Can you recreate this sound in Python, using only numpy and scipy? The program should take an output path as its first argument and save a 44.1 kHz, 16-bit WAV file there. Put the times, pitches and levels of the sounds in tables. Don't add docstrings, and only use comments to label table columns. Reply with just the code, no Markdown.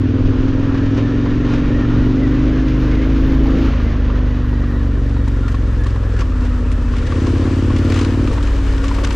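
import sys
import numpy as np
from scipy import signal
from scipy.io import wavfile
from scipy.ndimage import uniform_filter1d

SR = 44100
rng = np.random.default_rng(int(sys.argv[2]) if len(sys.argv) > 2 else 0)


def voltage_ratio(level):
    return 10 ** (np.asarray(level, float) / 20)


def dump(signal):
    limited = np.clip(np.atleast_2d(signal).T, -1, 1)
    pcm = np.round(limited * 32767).astype(np.int16)
    wavfile.write(sys.argv[1], SR, pcm)


N = 403515
T = np.arange(N) / SR
UPSHIFT_S = 6.22
LOW_GEAR, HIGH_GEAR = T < UPSHIFT_S, T >= UPSHIFT_S
V_GAP_CYCLES = 285 / 720
INTAKE_AT_CYCLES = .79


def curves(table):
    s, *columns = np.transpose(table)
    return [np.interp(T, s, c) for c in columns]


def unit(x):
    return x / np.sqrt(np.mean(x ** 2))


def band(x, hz, width_hz):
    return signal.lfilter(*signal.iirpeak(hz, hz / width_hz, SR), x)


def ring(pulses, modes):
    return sum(voltage_ratio(db) * band(band(pulses, hz, w), hz, 1.3 * w) for hz, w, db in modes)


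def steep(x, hz, kind):
    return signal.sosfilt(signal.butter(6, hz, kind, fs=SR, output="sos"), x)


def below(x, hz, order=5):
    return signal.sosfiltfilt(signal.butter(order, hz, fs=SR, output="sos"), x)


def walk(rate_hz):
    k = int(SR / rate_hz)
    steps = np.repeat(rng.standard_normal(N // k + 1), k)
    return 1.8 * uniform_filter1d(uniform_filter1d(steps, k), k)[:N]


def ports(lean, side_db):
    mid, side = rng.standard_normal((2, N))
    return mid + (lean * mid + voltage_ratio(side_db) * side) * np.array([[1], [-1]])


# (time [s], stereo share [0-1])
OPENING = [(0, 0.05), (4.15, 0.06), (4.75, 0.36), (5.3, 0.68), (6.5, 0.77), (8, 0.83), (9.15, 1)]


def stereo_share():
    return curves(OPENING)[0]


# (time [s], level [dB])
GUSTS = [(0, -40), (0.25, -25), (0.55, -29.5), (0.8, -34), (1.4, -33), (2.7, -30.5), (3.9, -32), (4.5, -40),
         (5.3, -46), (6.57, -40.5), (7.4, -43), (8.2, -35), (9.15, -46)]


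def wind():
    buffet = unit(band(band(ports(.02, -14.5), 23, 54), 27, 74))
    return voltage_ratio(curves(GUSTS)[0] + 9.5 + 1.5 * walk(6.4)) * buffet


# (time [s], level [dB])
PORT_HISS = [(0, -84.5), (1.65, -82.5), (1.7, -67), (2.55, -64), (3.4, -59), (3.9, -65), (6.5, -75.5),
             (7.7, -71.5), (9.15, -67.5)]


def port_hiss(heap_db):
    noise = ports(0.3, -4.5)
    broad = voltage_ratio(-16 + 12 * stereo_share()) * band(noise, 12800, 3600)
    hiss = band(band(noise, 12100, 900), 12100, 1500) + broad
    level_db = curves(PORT_HISS)[0] + 0.9 * heap_db + 1.8 * walk(60)
    return voltage_ratio(level_db) * unit(hiss - (T < 4.5) * below(hiss, 11300))


def bright_tick():
    t = np.maximum(T - 9.146, 0)
    return voltage_ratio(-35) * (t > 0) * np.exp(-t / .004) * steep(ports(.2, -2.5), 9500, "high")


# (time [s], peak [dB])
GRIT = [(0.3855, -58), (0.6255, -54), (0.7402, -50), (0.9552, -55.5), (1.2471, -55.5), (1.4632, -51.5),
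        (3.2926, -54.5), (3.4575, -54.5), (3.6255, -59), (3.683, -50.5), (3.7374, -56), (3.9478, -52),
        (4.0951, -55), (4.2527, -58), (4.4408, -55), (4.4705, -50.5), (4.4965, -47), (5.2772, -51),
        (5.4804, -46.5), (5.5438, -44.5), (5.6221, -52), (5.6416, -48), (5.684, -48), (5.7259, -46.5),
        (5.8082, -41.5), (5.8671, -42), (5.9574, -49), (6.1614, -49.5), (6.4193, -49.5), (6.7116, -45.5),
        (6.759, -48.5), (6.987, -47), (7.0653, -47), (7.3502, -44.5), (7.559, -47), (7.7835, -37),
        (7.8201, -42.5), (7.8461, -40), (7.8986, -42), (7.9194, -38.5), (7.9628, -37.5), (8.2432, -43),
        (8.3308, -40.5), (8.4266, -40.5), (8.763, -44), (8.8474, -37.5), (8.9426, -42.5), (8.9825, -45.5),
        (9.0349, -40), (9.102, -38.5)]


def grit_ticks(t60_s=0.02):
    envelope, t = np.zeros(N + 2000), np.arange(2000) / SR
    for s, db in GRIT:
        envelope[int(s * SR):][:2000] += voltage_ratio(db - 6.5) * np.exp(-np.log(1000) * t / t60_s)
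    return envelope[:N] * unit(band(band(ports(.2, -4.0), 8800, 3500), 8800, 5000))


# (time [s], gravel level [dB])
SURFACE = [(0, -46), (0.36, -43), (2.5, -42), (3.7, -41), (3.95, -44), (4.87, -48.5), (6.85, -47.5),
           (7.18, -41.5), (7.74, -42.5), (8.5, -42.5), (9.15, -42.5)]


def surface():
    return curves(SURFACE)[0]


# (time [s], rise [dB], length [s])
HEAPS = [(0.672, 0, 0.5), (0.986, 6.5, 0.066), (1.54, 6, 0.18), (1.692, 3, 0.06), (3.69, 2, 0.24),
         (5.507, 3, 0.072), (6.198, 6, 0.04), (6.453, 4.5, 0.063), (7.98, 3, 0.37), (8.952, 1.5, 0.059),
         (9.129, -0.5, 0.054)]


def heaps():
    return sum(db * np.maximum(1 - np.abs(T - s) * 2 / length_s, 0) for s, db, length_s in HEAPS)


def body(modes, lean, side_db, flicker_db):
    out = 0
    for hz, w, db in modes:
        noise = band(band(ports(lean, side_db), hz, w), hz, 1.56 * w)
        out = out + voltage_ratio(db + flicker_db * walk(25)) * noise / w ** .5
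    return unit(out)


# (frequency [Hz], width [Hz], level [dB])
TYRE_MODES = [(1080, 470, 2), (1387, 200, -4), (1798, 590, 1.5)]


def tyre_roar(looser_db, heap_db):
    roar_db = -34.5 + 0.51 * looser_db + heap_db
    return voltage_ratio(roar_db) * below(body(TYRE_MODES, 0.18, -11.5, 1.0), 2010, order=8)


# (frequency [Hz], width [Hz], level [dB])
CASING_MODES = [(150, 200, 2), (376.4, 140, -1.5), (482.5, 150, -0.5), (607, 200, -21.5)]


def casing_noise(bark_db, looser_db, heap_db):
    casing_db = -25 + 0.13 * (bark_db - PULLING_BARK_DB) + 0.53 * looser_db + 0.74 * heap_db
    return voltage_ratio(casing_db - 2.5) * body(CASING_MODES, 0.18, -20.5, 1.4)


# (frequency [Hz], density [dB per Hz])
GRAVEL_SPECTRUM = [(1290, -30), (2200, 3.5), (2520, -7.5), (2940, -3.5), (3770, -10.5), (5070, -12.5),
                   (7490, -20.5), (11000, -35), (14300, -59), (22000, -120)]


def gravel():
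    grains = (rng.random(N) < 900 / SR) * voltage_ratio(np.minimum(4.0 * rng.exponential(1, N), 14))
    gate = unit(signal.lfilter([1], [1, -.97], grains))
    surge, out = walk(24), 0
    hz_points, db_points = np.transpose(GRAVEL_SPECTRUM)
    for hz in 2300 * 2 ** np.arange(0, 2.4, 1 / 3):
        db = np.interp(np.log(hz), np.log(hz_points), db_points) + 10 * np.log10(hz)
        db = db + 0.19 * surge + 0.34 * walk(30)
        noise = ports(0.3, -11 + hz / 2500) * (1 + 0.25 * gate)
        out = out + voltage_ratio(db) * band(band(noise, hz, hz / 1.2), hz, hz / 3.7)
    return unit(out)


# (frequency [Hz], width [Hz], level [dB])
PLATE_MODES = [(946, 74, 3), (1130, 280, 2.5), (3100, 300, -19.5)]


def chips():
    hits = (rng.random(N) < 140 / SR) * rng.standard_normal(N)
    hits = hits * voltage_ratio(np.minimum(3.0 * rng.exponential(1, N), 12))
    return unit(ring(hits, PLATE_MODES)) * np.array([[1.2], [.8]])


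# (time [s], peak [dB], ring [Hz])
PLATE_HITS = [(0.526, -28.5, 1270), (0.67, -32, 904), (0.749, -23.5, 1160), (0.866, -27, 970),
              (0.971, -31, 1050), (1.03, -33, 1030), (1.087, -28, 1360), (1.261, -22, 1016),
              (1.489, -28, 950), (1.851, -27, 1340), (1.936, -33, 1010), (2.535, -34, 1040),
              (2.882, -31, 1030), (3.457, -23, 845), (3.568, -28, 1340), (3.684, -22.5, 1310),
              (3.736, -25, 1080), (3.799, -22, 1207), (4.094, -28, 920), (4.1, -23, 1170),
              (4.528, -30, 950), (4.638, -26.5, 1190), (5.165, -28, 940), (5.276, -23.5, 940),
              (5.48, -27, 1390), (5.544, -22, 1080), (5.863, -23, 1140), (5.96, -25, 1060),
              (6.164, -28, 1450), (6.217, -21, 1130), (6.255, -35, 1090), (6.319, -29, 1200),
              (6.706, -29, 1130), (6.935, -24, 1110), (7.028, -31, 1410), (7.121, -20, 1150),
              (7.177, -30, 1040), (7.217, -34, 1020), (7.268, -21, 1080), (7.357, -27, 1150),
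              (7.416, -25, 1056), (7.703, -21, 1080), (7.732, -30, 1470), (7.751, -35, 1150),
              (7.899, -24, 1080), (7.96, -23, 1190), (7.998, -25, 1080), (8.105, -32, 1090),
              (8.275, -24, 1210), (8.331, -24, 920), (8.38, -20, 920), (8.407, -26, 1180),
              (8.737, -31, 915), (8.84, -18, 1150), (8.891, -24, 1040), (8.913, -18, 1010),
              (8.985, -20, 1130), (9.038, -23, 1130), (9.071, -23, 1240), (9.106, -22.5, 925)]


def pings(t60_s=0.043):
    out, t = np.zeros(N + 4000), np.arange(4000) / SR
    fade = np.exp(-np.log(1000) * t / t60_s) * (1 - np.exp(-t / 0.0014))
    for s, db, hz in PLATE_HITS:
        grit = rng.standard_normal(4000)
        rattle = 0.55 * unit(band(grit, hz, 500)) + 0.09 * unit(band(grit, 2.1 * hz, 500)) + 0.22 * grit
        hit = voltage_ratio(db - 1.2) * (1.3 * np.sin(2 * np.pi * hz * t) + rattle) * fade
        out[int((s - .001) * SR):][:4000] += hit
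    return steep(out[:N], 5100, "low") * np.array([[1.15], [.85]])


# (time [s], peak [dB], top edge re peak [dB])
CRACKS = [(0.4803, -26, -23), (0.632, -31, -12), (0.742, -26, -15.5), (0.5744, -29.5, -24),
          (0.6847, -35, -17), (0.775, -25, -16.5), (0.862, -30, -16), (0.9454, -27, -18),
          (0.9715, -21, -18), (1.0779, -33, -22), (1.099, -25.5, -20.5), (1.1674, -36, -28),
          (1.4473, -23.5, -17), (1.5367, -19.5, -23), (1.7384, -38, -19), (2.1047, -34.5, -16.5),
          (2.158, -32.5, -27.5), (2.2423, -32, -20), (2.6816, -25, -25), (2.8878, -36, -25),
          (2.912, -26, -24), (3.2126, -30.5, -28), (3.434, -28, -23), (3.457, -24, -24),
          (3.5667, -29.5, -17), (3.6254, -32.5, -19), (3.7444, -32.5, -20), (3.8156, -32, -21),
          (5.277, -31.5, -6), (5.48, -25.5, -16), (5.516, -28, -12.5), (5.5433, -32.5, -14),
          (5.8356, -25, -13), (5.8642, -26.5, -11.5), (6.1637, -25.5, -15), (6.1892, -26.5, -14.5),
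          (6.2054, -21, -24), (6.408, -29.5, -13), (6.7155, -25.5, -6), (6.9305, -33, -20),
          (6.9645, -26, -14.5), (6.981, -24.5, -21), (7.0289, -33.5, -19), (7.063, -18, -26.5),
          (7.1747, -32, -14), (7.267, -24, -16),
          (7.761, -24.5, -18.5), (7.7843, -22.5, -16.5), (7.847, -24.5, -15), (7.899, -21, -11),
       (7.9198, -14, -29), (7.939, -23, -9), (7.9583, -18, -24), (7.972, -25, -14), (7.988, -19.5, -17),
       (8.011, -22, -13.5), (8.025, -25, -21.5), (8.0468, -23.5, -17.5), (8.0644, -38, -16.5),
       (8.273, -21, -22.5), (8.3294, -24.5, -8), (8.3803, -32.5, -20), (8.426, -23.5, -12),
       (8.47, -22.5, -24.5), (8.5554, -29.5, -18.5), (8.6642, -36.5, -17.5), (8.7221, -33.5, -12),
       (8.777, -24, -20), (8.84, -23.5, -14.5), (8.8537, -29.5, -19), (8.881, -21, -23.5),
       (8.914, -30.5, -12.5), (8.9427, -25.5, -13.5), (8.9594, -28, -18.5), (8.9842, -30.5, -16.5),
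       (9.0358, -18.5, -15), (9.045, -27.5, -15), (9.07, -24.5, -16), (9.105, -19, -20),
       (9.1236, -26.5, -5)]


def cracks(t60_s=0.066):
    low, high = np.zeros((2, N + 4000))
    t = np.arange(4000) / SR
    tail = np.exp(-np.log(1000) * t / t60_s) * (1 - np.exp(-t / 0.0014))
    for s, db, top_db in CRACKS:
        low[int(s * SR):][:4000] += voltage_ratio(db - 7.5) * tail
        high[int(s * SR):][:4000] += voltage_ratio(db + top_db - 6.0) * tail
    crumbs = voltage_ratio(2.1 * walk(250))
    low_noise = unit(steep(band(ports(.12, -8.0), 1700, 1900), 7700, "low"))
    high_noise = unit(steep(band(ports(.12, -5.0), 6500, 4000), 9800, "low"))
    return crumbs * (low[:N] * low_noise + high[:N] * high_noise)


# (teeth per cycle [1], level [dB], gain in higher gear [dB])
GEAR_TEETH = [(79.5, -45, -6.5), (60.8, -48, -10), (121.6, -64, -14), (162, -58.5, 1)]


def whine(cycle, hz, braking):
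    slack, out = .11 * walk(70), 0
    fade_db = 3 * np.maximum(hz - 24.6, 0) + 7 * np.maximum(21.6 - hz, 0) * (T < 1) + 3.6 * braking
    for teeth, db, gear_db in GEAR_TEETH:
        level_db = db + 1.5 + gear_db * HIGH_GEAR - fade_db + 3.5 * walk(35)
        out = out + voltage_ratio(level_db) * np.sin(teeth * 2 * np.pi * cycle + 13 * slack * (1 + teeth / 80))
    return out


# (order [per cycle], level [dB], slope over 17 cycles/s [dB per Hz])
SLACK_ORDERS = [(10, -45, -1.2), (11, -41, 0.6), (12, -48, 3.5), (13, -43, 5.5), (15, -30, 0.3),
                (16, -42, -3.5), (17, -45, 0.2), (18, -40, -0.6)]


def chain(cycle, hz, shut, braking):
    hum = 0
    for k, db, rise_db in SLACK_ORDERS:
        level_db = db + rise_db * np.minimum(hz - 17, 2) + 1.4 * walk(9)
        hum = hum + voltage_ratio(level_db) * np.sin(k * 2 * np.pi * cycle + k + 0.23 * walk(5))
    dragged = -voltage_ratio(-37) * np.clip(23 - hz, 0, 1) * np.sin(10 * 2 * np.pi * cycle)
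    return shut * np.sqrt(2) * (HIGH_GEAR * hum + braking * dragged)


# (order [per cycle], level at 26 cycles/s [dB], slope [dB per Hz], sign [+-1])
SINGING_ORDERS = [(9, -30, 7, -1), (11, -31, -3, 1), (12, -31, 0, -1)]


def singing(cycle, hz, shut):
    lines = 0
    for k, db, rise_db, sign in SINGING_ORDERS:
        lines = lines + sign * voltage_ratio(db + rise_db * (hz - 26) + walk(10)) * np.cos(2 * np.pi * k * cycle)
    return np.sqrt(2) * (1 - shut) * np.clip(hz - 23.3, 0, 1) * lines


PULLING_BARK_DB, SHUT_BARK_DB, IDLING_DB = -17.5, -23.5, -13
PULLING_KNEE_HZ, BRAKING_KNEE_HZ = 20.44, 23.74
EASE_S, EASE_LENGTH_S, EASE_DB = 2.9, 0.7, 4


def bark(hz, shut, braking):
    ease_db = EASE_DB * np.maximum(1 - np.abs(T - EASE_S) * 2 / EASE_LENGTH_S, 0)
    pulling = PULLING_BARK_DB - 0.5 * np.maximum(PULLING_KNEE_HZ - hz, 0) * HIGH_GEAR - ease_db
    coasting = SHUT_BARK_DB + IDLING_DB * (1 - braking) - braking * 3 * np.maximum(BRAKING_KNEE_HZ - hz, 0)
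    return (1 - shut) * pulling + shut * coasting


def strokes(cycle, rear_lag, at, scatter_db, rear_db):
    out = np.zeros(N)
    for lag, db in ((0, 0), (V_GAP_CYCLES + rear_lag, rear_db)):
        hit = np.flatnonzero(np.diff(np.floor(cycle - at - lag)))
        out[hit] = voltage_ratio(db + scatter_db * rng.standard_normal(400)[:len(hit)])
    return out


def even(x):
    return x / np.sqrt(uniform_filter1d(x ** 2, SR // 6) + 1e-12)


# (frequency [Hz], width [Hz], level [dB])
OPEN_BOX = [(242.5, 34, 0.5), (268.2, 65.6, 11)]
# (frequency [Hz], width [Hz], level [dB])
TRUMPET_MODES = [(305.3, 38.7, 4.5), (325.8, 41, 2.3)]
# (frequency [Hz], width [Hz], level [dB])
SHUT_BOX = [(244.9, 30, 12.5), (270.5, 30.7, 10), (292.4, 26, -7.5)]


def airbox(cycle, hz, shut, bark_db):
    jitter = .003 + .008 * np.clip(1.3 - T, 0, 1)
    rear_lag = -.006 + 0.0071 * np.maximum(hz - 24.56, 0)
    intake_at = INTAKE_AT_CYCLES - .04 - 0.0089 * (hz - 17)
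    pulling = strokes(cycle + jitter * walk(30), rear_lag, intake_at, 1.0, 0.26)
    duct = np.clip((hz - 17.4) / (21.96 - 17.4), 0, 1) * voltage_ratio(-2 + 0.074 * (hz - 29))
    soft = steep(pulling + duct * np.roll(pulling, int(0.00734 * SR)), 440, "low")
    late = strokes(cycle + .003 * walk(30), .029 - .012 * np.clip(22.8 - hz, 0, 1.2), .85, 1.2, -4.5)
    snorkel = voltage_ratio(-8.0 - 1.2 * (hz - 16.5)) * ring(soft, [(405, 150, -2.0)]) * HIGH_GEAR
    snorkel = snorkel + voltage_ratio(-9.5 + 2.1 * np.minimum(hz - 22.5, 0)) * ring(soft, [(404, 66, 0.5)]) * LOW_GEAR
    trumpets = voltage_ratio(1.5 * np.clip(hz - 23.5, -4, 1.5) * LOW_GEAR) * ring(soft, TRUMPET_MODES)
    barking = even(ring(soft, OPEN_BOX) + trumpets + snorkel)
    muffled = even(ring(np.where(LOW_GEAR, steep(late, 485, "low"), soft), SHUT_BOX))
    return voltage_ratio(bark_db - 0.57) * ((1 - shut) * barking + shut * muffled)


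# (frequency [Hz], order level [dB])
PIPE_OPEN = [(36, -39.5), (43, -30.5), (48, -18), (55, -15.5), (64, -23.5), (86, -17.5), (124, -21.5),
             (136, -26.5)]
# (frequency [Hz], order level [dB])
PIPE_SHUT = [(33, -24.5), (42, -19.5), (54, -16.5), (64, -19.5), (78, -20.5), (93, -25.5), (110, -22),
             (132, -29.5)]


def leading_orders(hz, shut):
    def pipe(table, k):
        pipe_hz, db = np.transpose(table)
        return np.interp(np.log(k * hz), np.log(pipe_hz), db)

    levels = {}
    for k in (2, 3, 5):
        pulling = pipe(PIPE_OPEN, k) - 7 * (k == 3) + 9 * (k == 2) * HIGH_GEAR
        levels[k] = (1 - shut) * pulling + shut * pipe(PIPE_SHUT, k)
    return levels


def phase_leads(shut, braking, hz):
    second = (1 - braking) * (1.9 - .9 * shut - .28 * np.maximum(hz - 23, 0)) - .2 * braking
    return {2: second, 3: -.5 * braking - .2 * HIGH_GEAR, 4: -.35 - .6 * HIGH_GEAR, 5: 0}


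# (order [per cycle], leading order [per cycle], level re leader [dB],
# loss over 17 cycles/s [dB per Hz], gain when shut [dB])
MINOR_ORDERS = [(4, 5, -14.5, -.85, 6), (6, 5, -6.5, 1.3, -7), (7, 5, -10, 0.1, -5), (8, 5, -13, 6, -3)]


def exhaust(cycle, hz, shut, braking):
    order_db = leading_orders(hz, shut)
    for k, leader, db, loss_db, shut_db in MINOR_ORDERS:
        order_db[k] = order_db[leader] + db - loss_db * (hz - 17) + shut_db * shut
    out, lead = 0, phase_leads(shut, braking, hz)
    for k, db in order_db.items():
        sign = np.sign(np.cos(np.pi * k * V_GAP_CYCLES))
        if k <= 5:
            turn = 2 * np.pi * k * (cycle - .11 - V_GAP_CYCLES / 2)
            wave = -np.cos(turn + lead[k] + .07 * walk(10))
        else:
            turn = 2 * np.pi * k * (cycle - INTAKE_AT_CYCLES - V_GAP_CYCLES / 2)
            wave = np.cos(turn - 1.08 * (k - 4.6) - .5 * (k == 6) + 0.2 * walk(14))
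        out = out + sign * np.sqrt(2) * voltage_ratio(db + .8 * walk(12)) * wave
    return out


# (time [s], four-stroke cycle rate [Hz])
REVS = [(0.0, 19.74), (0.84, 21.21), (1.24, 22.91), (1.82, 23.06), (2.58, 25.98), (2.9, 25.46),
        (3.04, 26.49), (3.68, 27.16), (4.08, 24.39), (4.24, 24.51), (5.24, 23.05), (6.2, 20.68),
        (6.24, 16.81), (6.97, 15.9), (7.41, 17.25), (8.36, 19.07), (8.73, 18.02), (9.15, 18.84)]
# (time [s], throttle shut [0-1], engine braking [0-1])
COAST = [
    (0, 0, 0),
    (3.69, 0, 0),
    (3.72, 1, 1),
    (6.18, 1, 1),
    (6.26, 1, 0),
    (6.92, 1, 0),
    (7.2, 0, 0),
    (8.28, 0, 0),
    (8.4, 1, 0),
    (9.15, 1, 0),
]


def ride():
    hz, = curves(REVS)
    cycle = .04 + np.cumsum(hz) / SR + .009 * (T < 3.7) * walk(9)
    return hz, cycle, *curves(COAST)


def scene():
    hz, cycle, shut, braking = ride()
    bark_db, heap_db, loose_db = bark(hz, shut, braking), heaps(), surface()
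    looser_db = loose_db - loose_db.max()
    crunch = voltage_ratio(0.41 * walk(45))
    road = casing_noise(bark_db, looser_db, heap_db) + crunch * tyre_roar(looser_db, heap_db)
    stones = voltage_ratio(loose_db + heap_db + 3.0) * crunch * gravel() + pings()
    stones = stones + voltage_ratio(loose_db - 2.5) * stereo_share() * chips()
    stones = steep(stones, 9480, "low") + cracks() + bright_tick()
    engine = exhaust(cycle, hz, shut, braking) + airbox(cycle, hz, shut, bark_db)
    middle = engine * np.array([[1.045], [.965]]) + wind() + whine(cycle, hz, braking)
    middle = middle + chain(cycle, hz, shut, braking) + singing(cycle, hz, shut)
    return middle + grit_ticks() + road + stones + port_hiss(heap_db)


def low_pass(x):
    return signal.sosfilt(signal.butter(12, 15130, fs=SR, output="sos"), x)


def record(dry):
    share = stereo_share()
    bass = below(dry, 960)
    dry = dry - bass + 0.85 * np.tanh(bass / 0.77)
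    mono = dry.mean(axis=0)
    dull = 0.43 * below(mono, 4200) + .5 * below(mono, 7000, order=12) + 0.06 * below(mono, 12000)
    top = dry - below(dry, 11200)
    return low_pass((1 - share) * (dull + top) + share * dry)


dry = scene()
out = record(dry)
dump(out)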